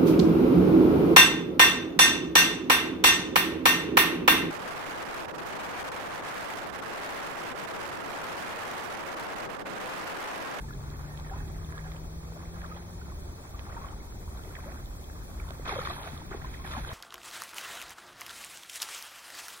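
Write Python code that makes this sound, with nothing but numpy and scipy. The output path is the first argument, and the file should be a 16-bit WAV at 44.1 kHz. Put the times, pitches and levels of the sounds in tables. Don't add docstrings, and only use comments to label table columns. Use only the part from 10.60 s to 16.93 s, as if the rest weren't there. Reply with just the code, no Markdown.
import sys
import numpy as np
from scipy import signal
from scipy.fft import rfft, irfft, next_fast_len
from scipy.io import wavfile
from scipy.ndimage import uniform_filter1d, minimum_filter1d, map_coordinates

SR = 44100
rng = np.random.default_rng(int(sys.argv[2]) if len(sys.argv) > 2 else 0)


def master(y):
    cut = np.clip(np.atleast_2d(y).T, -1, 1)
    pcm = np.round(cut * 32767)
    wavfile.write(sys.argv[1], SR, pcm.astype(np.int16))


def volts(x):
    e = np.asarray(x, float) / 20
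    return 10 ** e


N = 279329
T = np.arange(N) / SR

# start in seconds, peak in dB, pitch in Hz, life in
BUBBLES = [(0.039, -40.5, 870, 19), (0.712, -34, 769, 29), (0.724, -32, 790, 3.8),
           (1.178, -39, 1650, 36), (1.252, -45, 737, 39), (1.723, -39, 430, 6.5),
           (1.766, -36.5, 640, 6.3), (2.02, -38, 1700, 8.3), (2.115, -36.5, 1240, 34),
           (2.415, -41.5, 1440, 19), (2.52, -40, 1070, 13), (2.943, -40, 1155, 23),
           (3.167, -33, 910, 27), (3.215, -40.5, 1073, 40), (3.246, -32.5, 1096, 16),
           (3.336, -50, 1250, 12), (3.405, -45.5, 2150, 15), (3.524, -34, 1120, 1.1),
           (3.773, -48, 3650, 13), (3.775, -42, 1400, 7), (3.794, -40, 1300, 6),
           (3.838, -43, 3240, 4.9), (3.874, -36, 404, 3.7), (3.953, -38, 1870, 18),
           (4.043, -49, 1490, 6), (3.984, -52, 796, 9.2), (4.076, -43, 1300, 11),
           (4.145, -35, 1210, 3.5), (4.174, -39, 1520, 8.5), (4.5, -38.5, 1580, 4.7),
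           (4.881, -41, 1440, 9.3), (4.907, -31, 605, 5), (4.998, -27.5, 457, 2.1),
           (5.058, -48, 975, 7.1), (5.093, -23, 1135, 8.8), (5.124, -25, 790, 9), (5.157, -31, 497, 6),
               (5.165, -22.5, 548, 7.3), (5.187, -22, 497, 6.7), (5.192, -25.5, 1285, 12),
               (5.255, -27.5, 1290, 11), (5.273, -23, 1100, 6.8), (5.3, -33, 690, 15),
               (5.472, -32.5, 662, 9.2), (5.74, -36, 790, 14), (5.846, -30.5, 1006, 12),
               (5.994, -41, 1055, 50), (6.046, -37.5, 767, 9.5), (6.124, -55, 915, 9.2),
               (6.15, -40, 1067, 30), (6.168, -30, 790, 16), (6.244, -38.5, 1460, 14),
               (6.302, -38, 641, 21)]
# start in seconds, peak in dB, pitch in Hz, life in cycles.
GULPS = [
    (5.127, -32, 394, 7.3),
    (5.279, -37.5, 351, 27),
    (5.533, -29, 227, 2.9),
    (5.716, -29.5, 374, 3.6),
    (5.748, -26, 387, 3.8),
    (6.105, -34, 354, 3.2),
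    (6.176, -30.5, 235, 6.2),
]
# start in seconds, peak in dB, pitch in Hz, life in cycles.
SPATTER = [(0.108, -35.5, 1400, 9.3), (.137, -43, 3500, 5.8), (1.106, -42, 1630, 7.6),
           (1.318, -35, 2070, 3.8), (2.018, -30, 2020, 1.1), (2.064, -41, 3500, 5.2),
           (2.125, -40.5, 2200, 5.4), (2.147, -41, 2500, 7.6), (2.165, -43, 3160, 10),
           (2.175, -46, 3500, 11), (3.215, -44, 2430, 5.9), (3.287, -44.5, 3000, 20),
           (3.953, -48, 3220, 7.5), (4.005, -38, 2300, 6), (4.12, -37, 2120, 1.8), (4.18, -54, 2400, 14),
           (5.057, -22, 1590, 1.1), (5.077, -28, 1590, 0.97), (5.081, -33, 3200, 11),
           (5.095, -35, 3840, 12), (5.127, -30, 3500, 6), (5.157, -31, 3260, 5.3), (5.18, -31, 3260, 5.2),
           (5.237, -33.5, 3770, 5.3), (5.252, -32.5, 3660, 5), (5.299, -33, 3860, 8.8),
           (5.312, -33.5, 2600, 1.5), (5.339, -38, 3360, 8.8), (5.433, -33.5, 3200, 3.9),
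           (5.477, -27.5, 2130, 2.6), (5.188, -37, 1310, 2.2), (5.714, -33, 890, 2.8),
           (5.943, -35, 2210, 2.5), (6.151, -31, 1040, 7), (6.169, -27.5, 840, 7.9), (1.722, -36, 800, 2.7),
           (3.336, -42.5, 1200, 7.6), (3.525, -47, 1520, 2.2), (3.953, -44, 1880, 5.8),
           (4.059, -40, 553, 2.3), (6.071, -46, 2300, 13), (6.293, -35, 3340, 4.8)]
# start in seconds, peak in dB, pitch in Hz, life in
MORE_BUBBLES = [(0.698, -36, 1640, 11), (0.805, -38, 1600, 12), (1.176, -35, 1170, 6.1), (1.805, -40, 1090, 8.4),
                (3.18, -35, 1290, 8), (3.953, -51, 3230, 23), (3.995, -41, 1350, 5.9), (4.061, -47, 560, 3.7),
                (4.803, -36, 1320, 8), (5.057, -35, 2450, 15), (5.08, -31, 3360, 16), (5.084, -27, 417, 3.7),
                (5.092, -38, 3840, 26), (5.095, -27.5, 2220, 13), (5.097, -29, 465, 4.6), (5.102, -32, 2350, 19),
                (5.114, -25, 900, 6.4), (5.117, -34, 2150, 9.2), (5.12, -31, 1590, 16), (5.238, -36, 1220, 9.4),
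                (5.243, -33, 660, 4.8), (5.252, -38, 3550, 25), (5.252, -30, 2270, 14), (5.27, -36, 1870, 10),
                (5.284, -38, 2310, 10), (5.289, -31, 1850, 8.8), (5.297, -42, 3700, 20), (5.3, -31, 1146, 21),
                (5.307, -25, 1160, 7), (5.309, -42.5, 2580, 25), (5.311, -35.5, 3940, 19), (5.31, -40, 3180, 23),
                (5.32, -42, 1160, 9.1), (5.367, -36, 1610, 12), (5.386, -46, 970, 6), (5.466, -35, 980, 6),
                (5.475, -36, 1210, 7), (5.565, -38, 1170, 11), (6.047, -36.5, 2240, 16), (6.135, -42, 3190, 19),
                (6.135, -32, 1210, 7), (6.142, -39.5, 3530, 21), (6.18, -27, 843, 11), (6.249, -27, 1480, 9),
                (6.29, -43, 3940, 28), (6.291, -32.5, 3060, 18), (6.305, -35, 1650, 9.2), (6.317, -26, 1010, 5)]
# start in seconds, peak in dB, pitch in Hz, life in cycles,
# pitch rise as a share.
CHIRPS = [
    (0.738, -36.5, 927, 23, 0.2),
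    (4.8, -35.5, 2300, 15, 0.016),
]
# start in seconds, length in seconds, peak in dB, first pitch in Hz,
# last pitch in Hz.
PLINKS = [(.004, 0.017, -55, 1405, 1790), (0.085, 0.016, -51, 1760, 1670), (0.125, 0.017, -51, 1650, 1700),
          (1.161, 0.017, -52.5, 1090, 1350), (1.182, 0.015, -50.5, 1500, 2300),
          (1.962, 0.017, -50, 1076, 1100), (2.038, 0.013, -45.5, 1250, 1900),
          (2.046, 0.015, -46, 1430, 1000), (3.084, 0.022, -50.5, 866, 1600),
          (3.117, 0.017, -53, 1700, 2300), (3.165, 0.011, -51, 1365, 1900), (3.232, 0.012, -56, 1790, 2470),
          (3.263, 0.012, -57, 1520, 2000), (3.964, 0.008, -41.5, 2220, 1460),
          (3.984, 0.019, -49.5, 892, 1700), (4.058, 0.041, -45, 520, 693),
          (5.102, 0.017, -45.5, 1940, 2300), (5.133, 0.009, -41, 1850, 2240),
          (5.212, 0.0084, -37, 1010, 1420), (5.216, 0.014, -42, 1700, 1920),
          (5.363, 0.0076, -38.5, 885, 960), (5.377, 0.011, -46.5, 940, 1016),
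          (5.435, 0.021, -50.5, 1060, 1530), (5.616, 0.0074, -42.5, 980, 795),
          (5.713, 0.019, -43.5, 997, 2630), (5.726, 0.012, -42.5, 1350, 1510),
          (5.734, 0.012, -53.5, 1530, 2480), (5.815, 0.0093, -45, 1286, 2300),
          (5.854, 0.021, -51, 1416, 2600), (5.914, 0.0095, -57, 2130, 2560),
          (5.944, 0.0064, -41.5, 2070, 1700), (5.971, 0.011, -50.5, 1910, 2600),
          (6.04, 0.037, -47, 1976, 1473)]
# start in seconds, hold in seconds, slop level in dB.
STRIDES = [
    (0.334, 0.066, -55.5),
    (0.638, 0.13, -51.5),
    (1.147, 0.2, -52.5),
    (1.792, 0.023, -64.5),
    (1.985, 0.2, -51.5),
    (2.514, 0.018, -60.5),
    (3.129, 0.14, -48.5),
    (3.969, 0.16, -49),
    (4.548, 0.031, -62.5),
    (4.907, 0.18, -50),
]
# start in seconds, hold in seconds, slop level in dB, spray level in dB.
SPLASHES = [
    (5.056, 0.03, -41.5, -49),
    (5.077, 0.14, -41, -49.5),
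    (5.257, 0.065, -48.5, -49),
    (5.388, 0.095, -48.5, -63),
    (5.71, 0.039, -47.5, -68.5),
    (5.846, 0.008, -54, -61),
    (5.928, 0.0081, -95, -59.5),
    (6.048, 0.025, -49.5, -53.5),
    (6.112, 0.075, -45, -53),
    (6.273, 0.068, -48, -58.5),
]
# start in seconds, hold in seconds, level in dB.
MIST = [
    (5.081, 0.36, -61),
    (5.904, 0.0068, -66.5),
    (6.062, 0.18, -60),
    (6.277, 0.14, -74.5),
]
# frequency in Hz, density in dB per Hz.
SLOP_COLOUR = [(150, -77), (330, -7.5), (550, -4.5), (800, -0.5), (1200, 0.5), (1700, -4.5), (2500, -7.5),
               (3300, -11.5), (5000, -62.5)]
# frequency in Hz, density in dB per Hz.
SPRAY_COLOUR = [(1500, 5), (2400, -1.5), (3600, -4), (4600, -9.5), (6000, -14.5), (8500, -18), (12000, -57)]
# frequency in Hz, density in dB per Hz.
MIST_COLOUR = [(7000, -35), (9000, -13), (9700, 0), (11400, -1), (12600, -8), (14500, -17), (15500, -30)]
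# frequency in Hz, side over mid in dB, side phase in radians,
# scattered share.
PORTS = [(210, -16.5, 0.5, 0.19), (790, -12, 0, 0.84), (1210, 0.5, -1.5, .3), (1700, -1, -2.5, 0.45),
         (2300, -4, -3.5, 0.62), (3500, 4, -4.5, 0.43), (4200, 3, -3, 0.54), (7300, 6.5, -4, 0.46)]
# start in seconds, peak in dB, pitch in Hz, life in cycles.
DROPS = [(0.303, -39, 3850, 2.4), (0.575, -35, 3230, 2.6), (0.589, -51, 3280, 9.1),
         (0.599, -35.5, 3350, 1.7), (0.789, -43.5, 3500, 3.7), (.88, -45, 3500, 4),
         (1.047, -45.5, 3500, 13), (1.124, -34, 1640, 3.1), (1.18, -39, 3500, 4.8), (1.319, -40.5, 3500, 5),
         (1.365, -41, 2940, 7), (2.172, -47, 3500, 4.7), (2.994, -30.5, 2830, 2.2), (3.955, -35, 2280, 4.1),
         (4.258, -44.5, 3670, 7.3), (4.442, -46.5, 3280, 12), (4.889, -42.5, 3500, 8.2),
         (4.907, -30.5, 3250, 1.8), (5.476, -38, 4940, 0.63), (5.577, -38, 3500, 5.3)]
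# start in seconds, length in seconds, base pitch in Hz (each honk sounds about a tenth
# above it), level in dB.
NEAR_HONKS = [
    (.465, .13, 822, -52),
    (.632, .08, 830, -53),
    (.765, .085, 830, -53),
]
# multiple of the pitch, level in dB.
NEAR_PARTIALS = [(1, -9), (2, 0), (3, -22)]
# start in seconds, length in seconds, base pitch in Hz (each honk sounds about a tenth
# above it), level in dB.
FAR_HONKS = [
    (.68, .21, 328, -55),
]
# multiple of the pitch, level in dB.
FAR_PARTIALS = [(4, 0), (5, -9), (7, -2), (8, -10), (9, -11)]
# start in seconds, length in seconds, level in dB.
CAWS = [
    (1.014, 0.43, -52.5),
    (1.855, 0.32, -59),
]
# centre in Hz, width in Hz, level in dB.
THROAT = [(1290, 880, -2), (1640, 37, 21.5), (1980, 170, 8)]
# time in seconds, firing rate in Hz, level in dB, overtones in dB.
ENGINES = [
    [(0, 138, -46, -14), (.3, 143, -43.5, -17), (1, 154, -44, -16), (2, 169, -45.5, -11),
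     (2.4, 175, -51, -7), (2.8, 180, -58, -6)],
    [(4.7, 144, -65, -14), (4.9, 144, -51, -14), (5.7, 143, -51, -14), (6.33, 141, -51, -14)],
    [(3.5, 170, -64, -14), (3.8, 170, -57, -14), (5.7, 169, -57, -14)],
]
# multiple of the firing rate, level in dB, share of the overtone level (0-1).
ENGINE_PARTIALS = [(1, 1, 0), (2, 0, 1), (3, -20, 0)]
# frequency in Hz, density in dB per Hz.
RUMBLE_COLOUR = [(12, -15), (25, -8), (45, 1.5), (82, -0.5), (97, -7), (206, -15.5), (242, -18.5),
                 (400, -19.5), (520, -52.5), (880, -120)]
# frequency in Hz, side over mid in dB.
RUMBLE_WIDTH = [(20, -10), (80, -21), (200, -8), (400, -6.5)]
# frequency in Hz, density in dB per Hz.
SHORE_MID = [(100, 12.5), (250, 6.5), (550, 5.5), (850, -0.5), (1300, -9), (1900, -18), (2600, -68.5),
             (4000, -29.5), (7000, -34)]
# frequency in Hz, density in dB per Hz.
SHORE_SIDE = [(100, -36), (375, 2.5), (800, 8.5), (1300, -7.5), (1900, -3.5), (2500, -6), (3500, -21),
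              (5000, -42)]
# frequency in Hz, density in dB per Hz.
HISS_COLOUR = [(1500, -2), (3500, 1), (5500, .7), (7000, -.2), (9000, .6), (10300, 1.2), (12000, 1.3),
               (14000, .2), (15000, -1), (15450, -4), (15620, -13)]
# frequency in Hz, level in dB.
BUZZ_COLOUR = [(4000, -28), (7500, -15), (10000, -18), (14500, -15), (15200, -9), (15300, -7), (15390, -13),
               (15480, -2), (15570, -7), (15660, -20), (15750, -3), (15800, -20)]
# frequency in Hz, mid over side in dB.
BUZZ_BALANCE = [(4000, -12.5), (14000, 2), (15300, 5)]
# centre in Hz, width in Hz, gain left at the centre.
NOTCHES = [(2855, 520, .07), (4995, 190, .16)]
# frequency in Hz, level over the side in dB.
MID_FLOOR = [(300, -20), (1000, -15), (2000, -9.5), (3000, -5), (4600, -6), (5600, -5), (6800, -3),
             (8000, -1.5), (10000, 4), (12000, 4), (14000, 3.5), (14900, 2.5), (15250, -4)]
# frequency in Hz, level over the side in dB.
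SIDE_FLOOR = [(300, -25.5), (1000, -18), (2600, -4), (4000, -6.5), (9000, -9.5), (14000, -10.5),
              (15500, -4)]
# start in seconds, end in seconds,
# top frequency in Hz, fineness in dB.
FINE_SPELLS = [(0, 1.8, 16000, -.3), (1.8, 3.54, 16000, -1), (3.54, 5.03, 16000, 2.6),
               (5.05, 5.15, 16000, -1), (5.15, 5.55, 16000, 1.5), (5.15, 5.46, 8500, -2),
               (5.32, 5.46, 8000, -4.5), (5.55, 6.4, 16000, -.6)]
# frequency in Hz, share of its lines.
FEWEST_SHARE = [(7500, .18), (9500, .06)]
BAND_EDGES = np.r_[0:40:4, 40:96:8, 96:144:12, 144:176:16, 176:216:20, 216:264:24, 264:320:28, 320:1024:32]


def unit(x):
    return x / np.sqrt(np.mean(x ** 2) + 1e-20)


def along(points, hz):
    f, *cols = np.transpose(points)
    return np.squeeze([np.interp(np.log(hz + 1), np.log(f + 1), c) for c in cols])


def curves(rows):
    s, *cols = np.transpose(rows)
    return [np.interp(T, s, c) for c in cols]


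def wobble(rate):
    return map_coordinates(rng.standard_normal(int(N * rate / SR) + 4), [T * rate])


def filtered(x, response):
    m = next_fast_len(N + 8192)
    return irfft(rfft(x, m) * response(np.fft.rfftfreq(m, 1 / SR)), m)[..., :N]


def coloured(x, colour):
    return unit(filtered(x, lambda hz: volts(along(colour, hz))))


def noise(colour):
    return coloured(rng.standard_normal(N), colour)


def resonance(f, centre, width):
    return 1j * f * width / (centre * centre - f * f + 1j * f * width)


def place(s, wave):
    at = np.round(s * SR).astype(int) + np.arange(wave.shape[1])
    return np.bincount(at.ravel(), wave.ravel(), N + wave.shape[1])[:N]


def water():
    slopping, spraying = stirring()
    low = froth(count=5000, centre_hz=1006, spread=1.115, cycles=5.27, size=600)
    slop = coloured(low + volts(2.5) * rng.standard_normal(N), SLOP_COLOUR)
    fine = froth(count=12000, centre_hz=3500, spread=0.56, cycles=2.4, size=100)
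    spray = coloured(fine + volts(1.5) * rng.standard_normal(N), SPRAY_COLOUR)
    body = slopping * volts(-4.5 + 1.5 * wobble(40)) * slop
    body += spraying * volts(6.0 + 1.5 * wobble(50)) * spray
    body += slopping * volts(-14) * trickle()
    return from_water(body + mist() + plinks() + single_bubbles())


def stirring():
    strides = surges(*np.transpose(STRIDES), rise=0.43, fall=0.11)
    s, hold, slop_db, spray_db = np.transpose(SPLASHES)

    def splash(db):
        burst = surges(s, hold, db, rise=0.004, fall=0.029)
        wash = surges(s, hold, db - 8, rise=0.004, fall=0.41)
        return burst + wash

    slopping = volts(-68) + strides + splash(slop_db - 4.5)
    spraying = volts(-91) + volts(-25.5) * strides + splash(spray_db - 6.0)
    return slopping, spraying


def surges(s, hold, db, rise, fall):
    t = T[::32]
    before = np.maximum(s[:, None] - t, 0)
    after = np.maximum(t - (s + hold)[:, None], 0)
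    gain = volts(db[:, None] - 10 * before / rise - 10 * after / fall)
    return np.interp(T, t, gain.sum(axis=0))


def bubbles(s, db, hz, cycles, rise, size):
    t = np.arange(size) / SR
    s, db, hz, cycles, rise = (np.broadcast_to(v, np.shape(s))[:, None] for v in (s, db, hz, cycles, rise))
    u = t * hz / np.maximum(cycles, .5)
    swell = (1 - np.exp(-20 * u)) * np.exp(-2.2 * u ** 1.3)
    ring = np.sin(2 * np.pi * hz * t * (1 + rise * u / 2))
    return place(s, volts(db + 4.5) * swell * ring)


def froth(count, centre_hz, spread, cycles, size):
    when, pitch, big = rng.random((count, 3)).T
    hz = centre_hz * np.exp(spread * (2 * pitch - 1))
    return unit(bubbles(when * N / SR, -2.5 * np.log(big + 0.02), hz, cycles, 0.23, size))


def trickle():
    when, pitch, big, climb = rng.random((500, 4)).T
    hz = 1200 * np.exp(.5 * (2 * pitch - 1))
    db = -2.5 * np.log(big + 0.009)
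    return unit(bubbles(when * N / SR, db, hz, 17, 0.092 + .35 * climb, size=1200))


def mist():
    gain = surges(*np.transpose(MIST), rise=0.012, fall=0.19)
    return gain * volts(0.22 * wobble(64)) * noise(MIST_COLOUR)


def single_bubbles():
    more_bubbles = [(s, db - 1.5, *shape) for s, db, *shape in MORE_BUBBLES]
    submerged = [*BUBBLES, *GULPS, *SPATTER, *more_bubbles]
    s, db, *shape = np.transpose([(*row, 0.041) for row in submerged] + [*CHIRPS])
    return bubbles(s - .001, db - 7.5, *shape, size=2500)


def plinks():
    s, length, db, first_hz, last_hz = np.transpose(PLINKS)[:, :, None]
    u = np.clip(np.arange(2200) / SR / length, 0, 1)
    turn = 2 * np.pi * np.cumsum(first_hz * (last_hz / first_hz) ** u, axis=1) / SR
    return place(s, volts(db) * np.sin(np.pi * u ** 0.87) ** 0.38 * np.sin(turn))


def from_water(x):
    z = signal.stft(x, nperseg=256)[2]
    z = z * np.exp(2j * np.pi * rng.random(z.shape))
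    scattered = volts(7.0) * signal.istft(z, nperseg=256)[1][:N]

    def direct_path(hz):
        db, phase, share = along(PORTS, hz)
        return volts(db) * np.exp(1j * phase) * np.sqrt(1 - np.clip(share, 0, 1))

    def scattered_path(hz):
        db, _, share = along(PORTS, hz)
        return volts(db) * np.sqrt(np.clip(share, 0, 1))

    return np.array([x, filtered(x, direct_path) + filtered(scattered, scattered_path)])


def drops():
    tick = bubbles(*np.transpose(DROPS), 0.0085, size=150)
    return tick * volts([[-5], [-.1]]) * [[1], [-1]]


def birds():
    return (geese() + crow()) * volts([[-8], [-.1]]) * [[1], [-1]]


def arch(s, length):
    return np.sin(np.pi * np.clip((T - s) / length, 0, 1)) ** 1.6


def geese():
    calls = np.zeros(N)
    for table, partials in ((NEAR_HONKS, NEAR_PARTIALS), (FAR_HONKS, FAR_PARTIALS)):
        for s, length, hz, db in table:
            swell = arch(s, length)
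            turn = 2 * np.pi * hz * np.cumsum(1.1 + 0.011 * swell + 0.0062 * wobble(62.3)) / SR
            calls += swell * sum(volts(db + g + 1.6 * wobble(32)) * np.sin(k * turn) for k, g in partials)
    return calls


def crow():
    pulses = (1 + np.sin(2 * np.pi * np.cumsum(85 + 14 * wobble(30)) / SR)) ** 2.0

    def throat(f):
        return sum((-1) ** k * volts(db) * resonance(f, c, w) for k, (c, w, db) in enumerate(THROAT))

    rasp = unit(filtered(pulses * rng.standard_normal(N), throat))
    return rasp * sum(volts(db) * arch(s, length) for s, length, db in CAWS)


def engines():
    tones = np.zeros(N)
    for rows in ENGINES:
        hz, db, upper_db = curves(rows)
        turn = 2 * np.pi * np.cumsum(hz + 0.34 * wobble(6)) / SR
        on = (T >= rows[0][0]) & (T <= rows[-1][0])
        for k, g, follows in ENGINE_PARTIALS:
            level = db + 0.5 + g + follows * upper_db + 0.32 * wobble(1.3)
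            tones += on * volts(level) * np.sin(k * turn)
    return tones * volts([[0], [-15]])


def traffic():
    side = [(hz, db + along(RUMBLE_WIDTH, hz)) for hz, db in RUMBLE_COLOUR]
    drift = volts(-41 - 1.0 * wobble(4.6))
    return drift * np.array([noise(RUMBLE_COLOUR), volts(-14.0) * noise(side)])


def far_shore():
    return volts([[-53], [-59]] + 0.65 * wobble(4.4)) * [noise(SHORE_MID), noise(SHORE_SIDE)]


def hiss():
    return volts([[-59.5], [-53.5]]) * [noise(HISS_COLOUR), noise(HISS_COLOUR)]


def buzz():
    pulses = np.zeros(N)
    pulses[300::735] = 1
    pulses[300 + 735::1470] = -1

    def sweep(hz):
        return volts(along(BUZZ_COLOUR, hz)) * np.exp(2j * np.pi * 0.0053 * (hz - 15000) ** 2 / 2000)

    side = volts(-74) * unit(filtered(pulses, sweep))
    return np.array([filtered(side, lambda hz: volts(along(BUZZ_BALANCE, hz))), side])


def whine():
    turn = 2 * np.pi * np.cumsum(15731.5 + 3 * wobble(20)) / SR
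    return volts(-68 + 1.5 * wobble(8)) * np.sin(turn) * volts([[-5], [.1]])


def scene():
    background = engines() + traffic() + far_shore() + hiss() + buzz() + whine()
    mid, side = water() + drops() + birds() + background
    return np.array([mid + side, mid - side])


def rounded(z, step):
    return np.sign(z) * np.floor(np.abs(z) / step + .4) * step


def coarsened(mid, side):
    n, k, lead = np.arange(2048), np.arange(1024), 1032
    window = signal.windows.kaiser_bessel_derived(2048, 4 * np.pi)[:, None]
    basis = window * np.cos(np.pi / 1024 * np.outer(n + 512.5, k + .5)) / np.sqrt(512)
    at = 1024 * np.arange(N // 1024 + 3)[:, None] + n
    hz, t = (k + .5) * SR / 2048, (at[:, 1024] - lead) / SR
    m, s = (np.dot(np.pad(v, (lead, 4096))[at], basis).T for v in (mid, side))

    masker = uniform_filter1d(np.abs(s) + .4 * np.abs(m), size=49, axis=0)
    masker = minimum_filter1d(masker, size=3, axis=1) / .6 + 1e-12

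    band = np.searchsorted(BAND_EDGES, k, side="right") - 1
    scatter_db = 1.6 * rng.standard_normal((len(BAND_EDGES), len(t)))[band]
    scatter_db = scatter_db + 1.15 * rng.standard_normal(len(t))
    for start, end, top_hz, db in FINE_SPELLS:
        treble = ((hz > 4700) & (hz < top_hz))[:, None]
        scatter_db = scatter_db - db * ((t >= start) * (t < end) * treble)

    m = rounded(m, masker * volts(along(MID_FLOOR, hz)[:, None] + scatter_db))
    survivors = np.add.reduceat(1. * (m != 0), BAND_EDGES)
    fewest = along(FEWEST_SHARE, hz[BAND_EDGES]) * np.bincount(band)
    m = m * (survivors >= fewest[:, None])[band]
    s = rounded(s, masker * volts(along(SIDE_FLOOR, hz)[:, None]))
    return [np.bincount(at.ravel(), np.dot(z.T, basis.T).ravel())[lead:lead + N] for z in (m, s)]


def low_pass(x):
    return signal.sosfilt(signal.butter(12, 15960, fs=SR, output="sos"), x)


def record(dry):
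    def response(f):
        traps = np.prod([1 - (1 - left_over) * resonance(f, c, w) for c, w, left_over in NOTCHES], axis=0)
        return traps / (1 + (f / 15775) ** 500)

    left, right = filtered(dry, response)
    mid, side = coarsened((left + right) / 2, (left - right) / 2)
    return low_pass(np.array([mid + side, mid - side]))


dry = scene()
out = record(dry)
master(out)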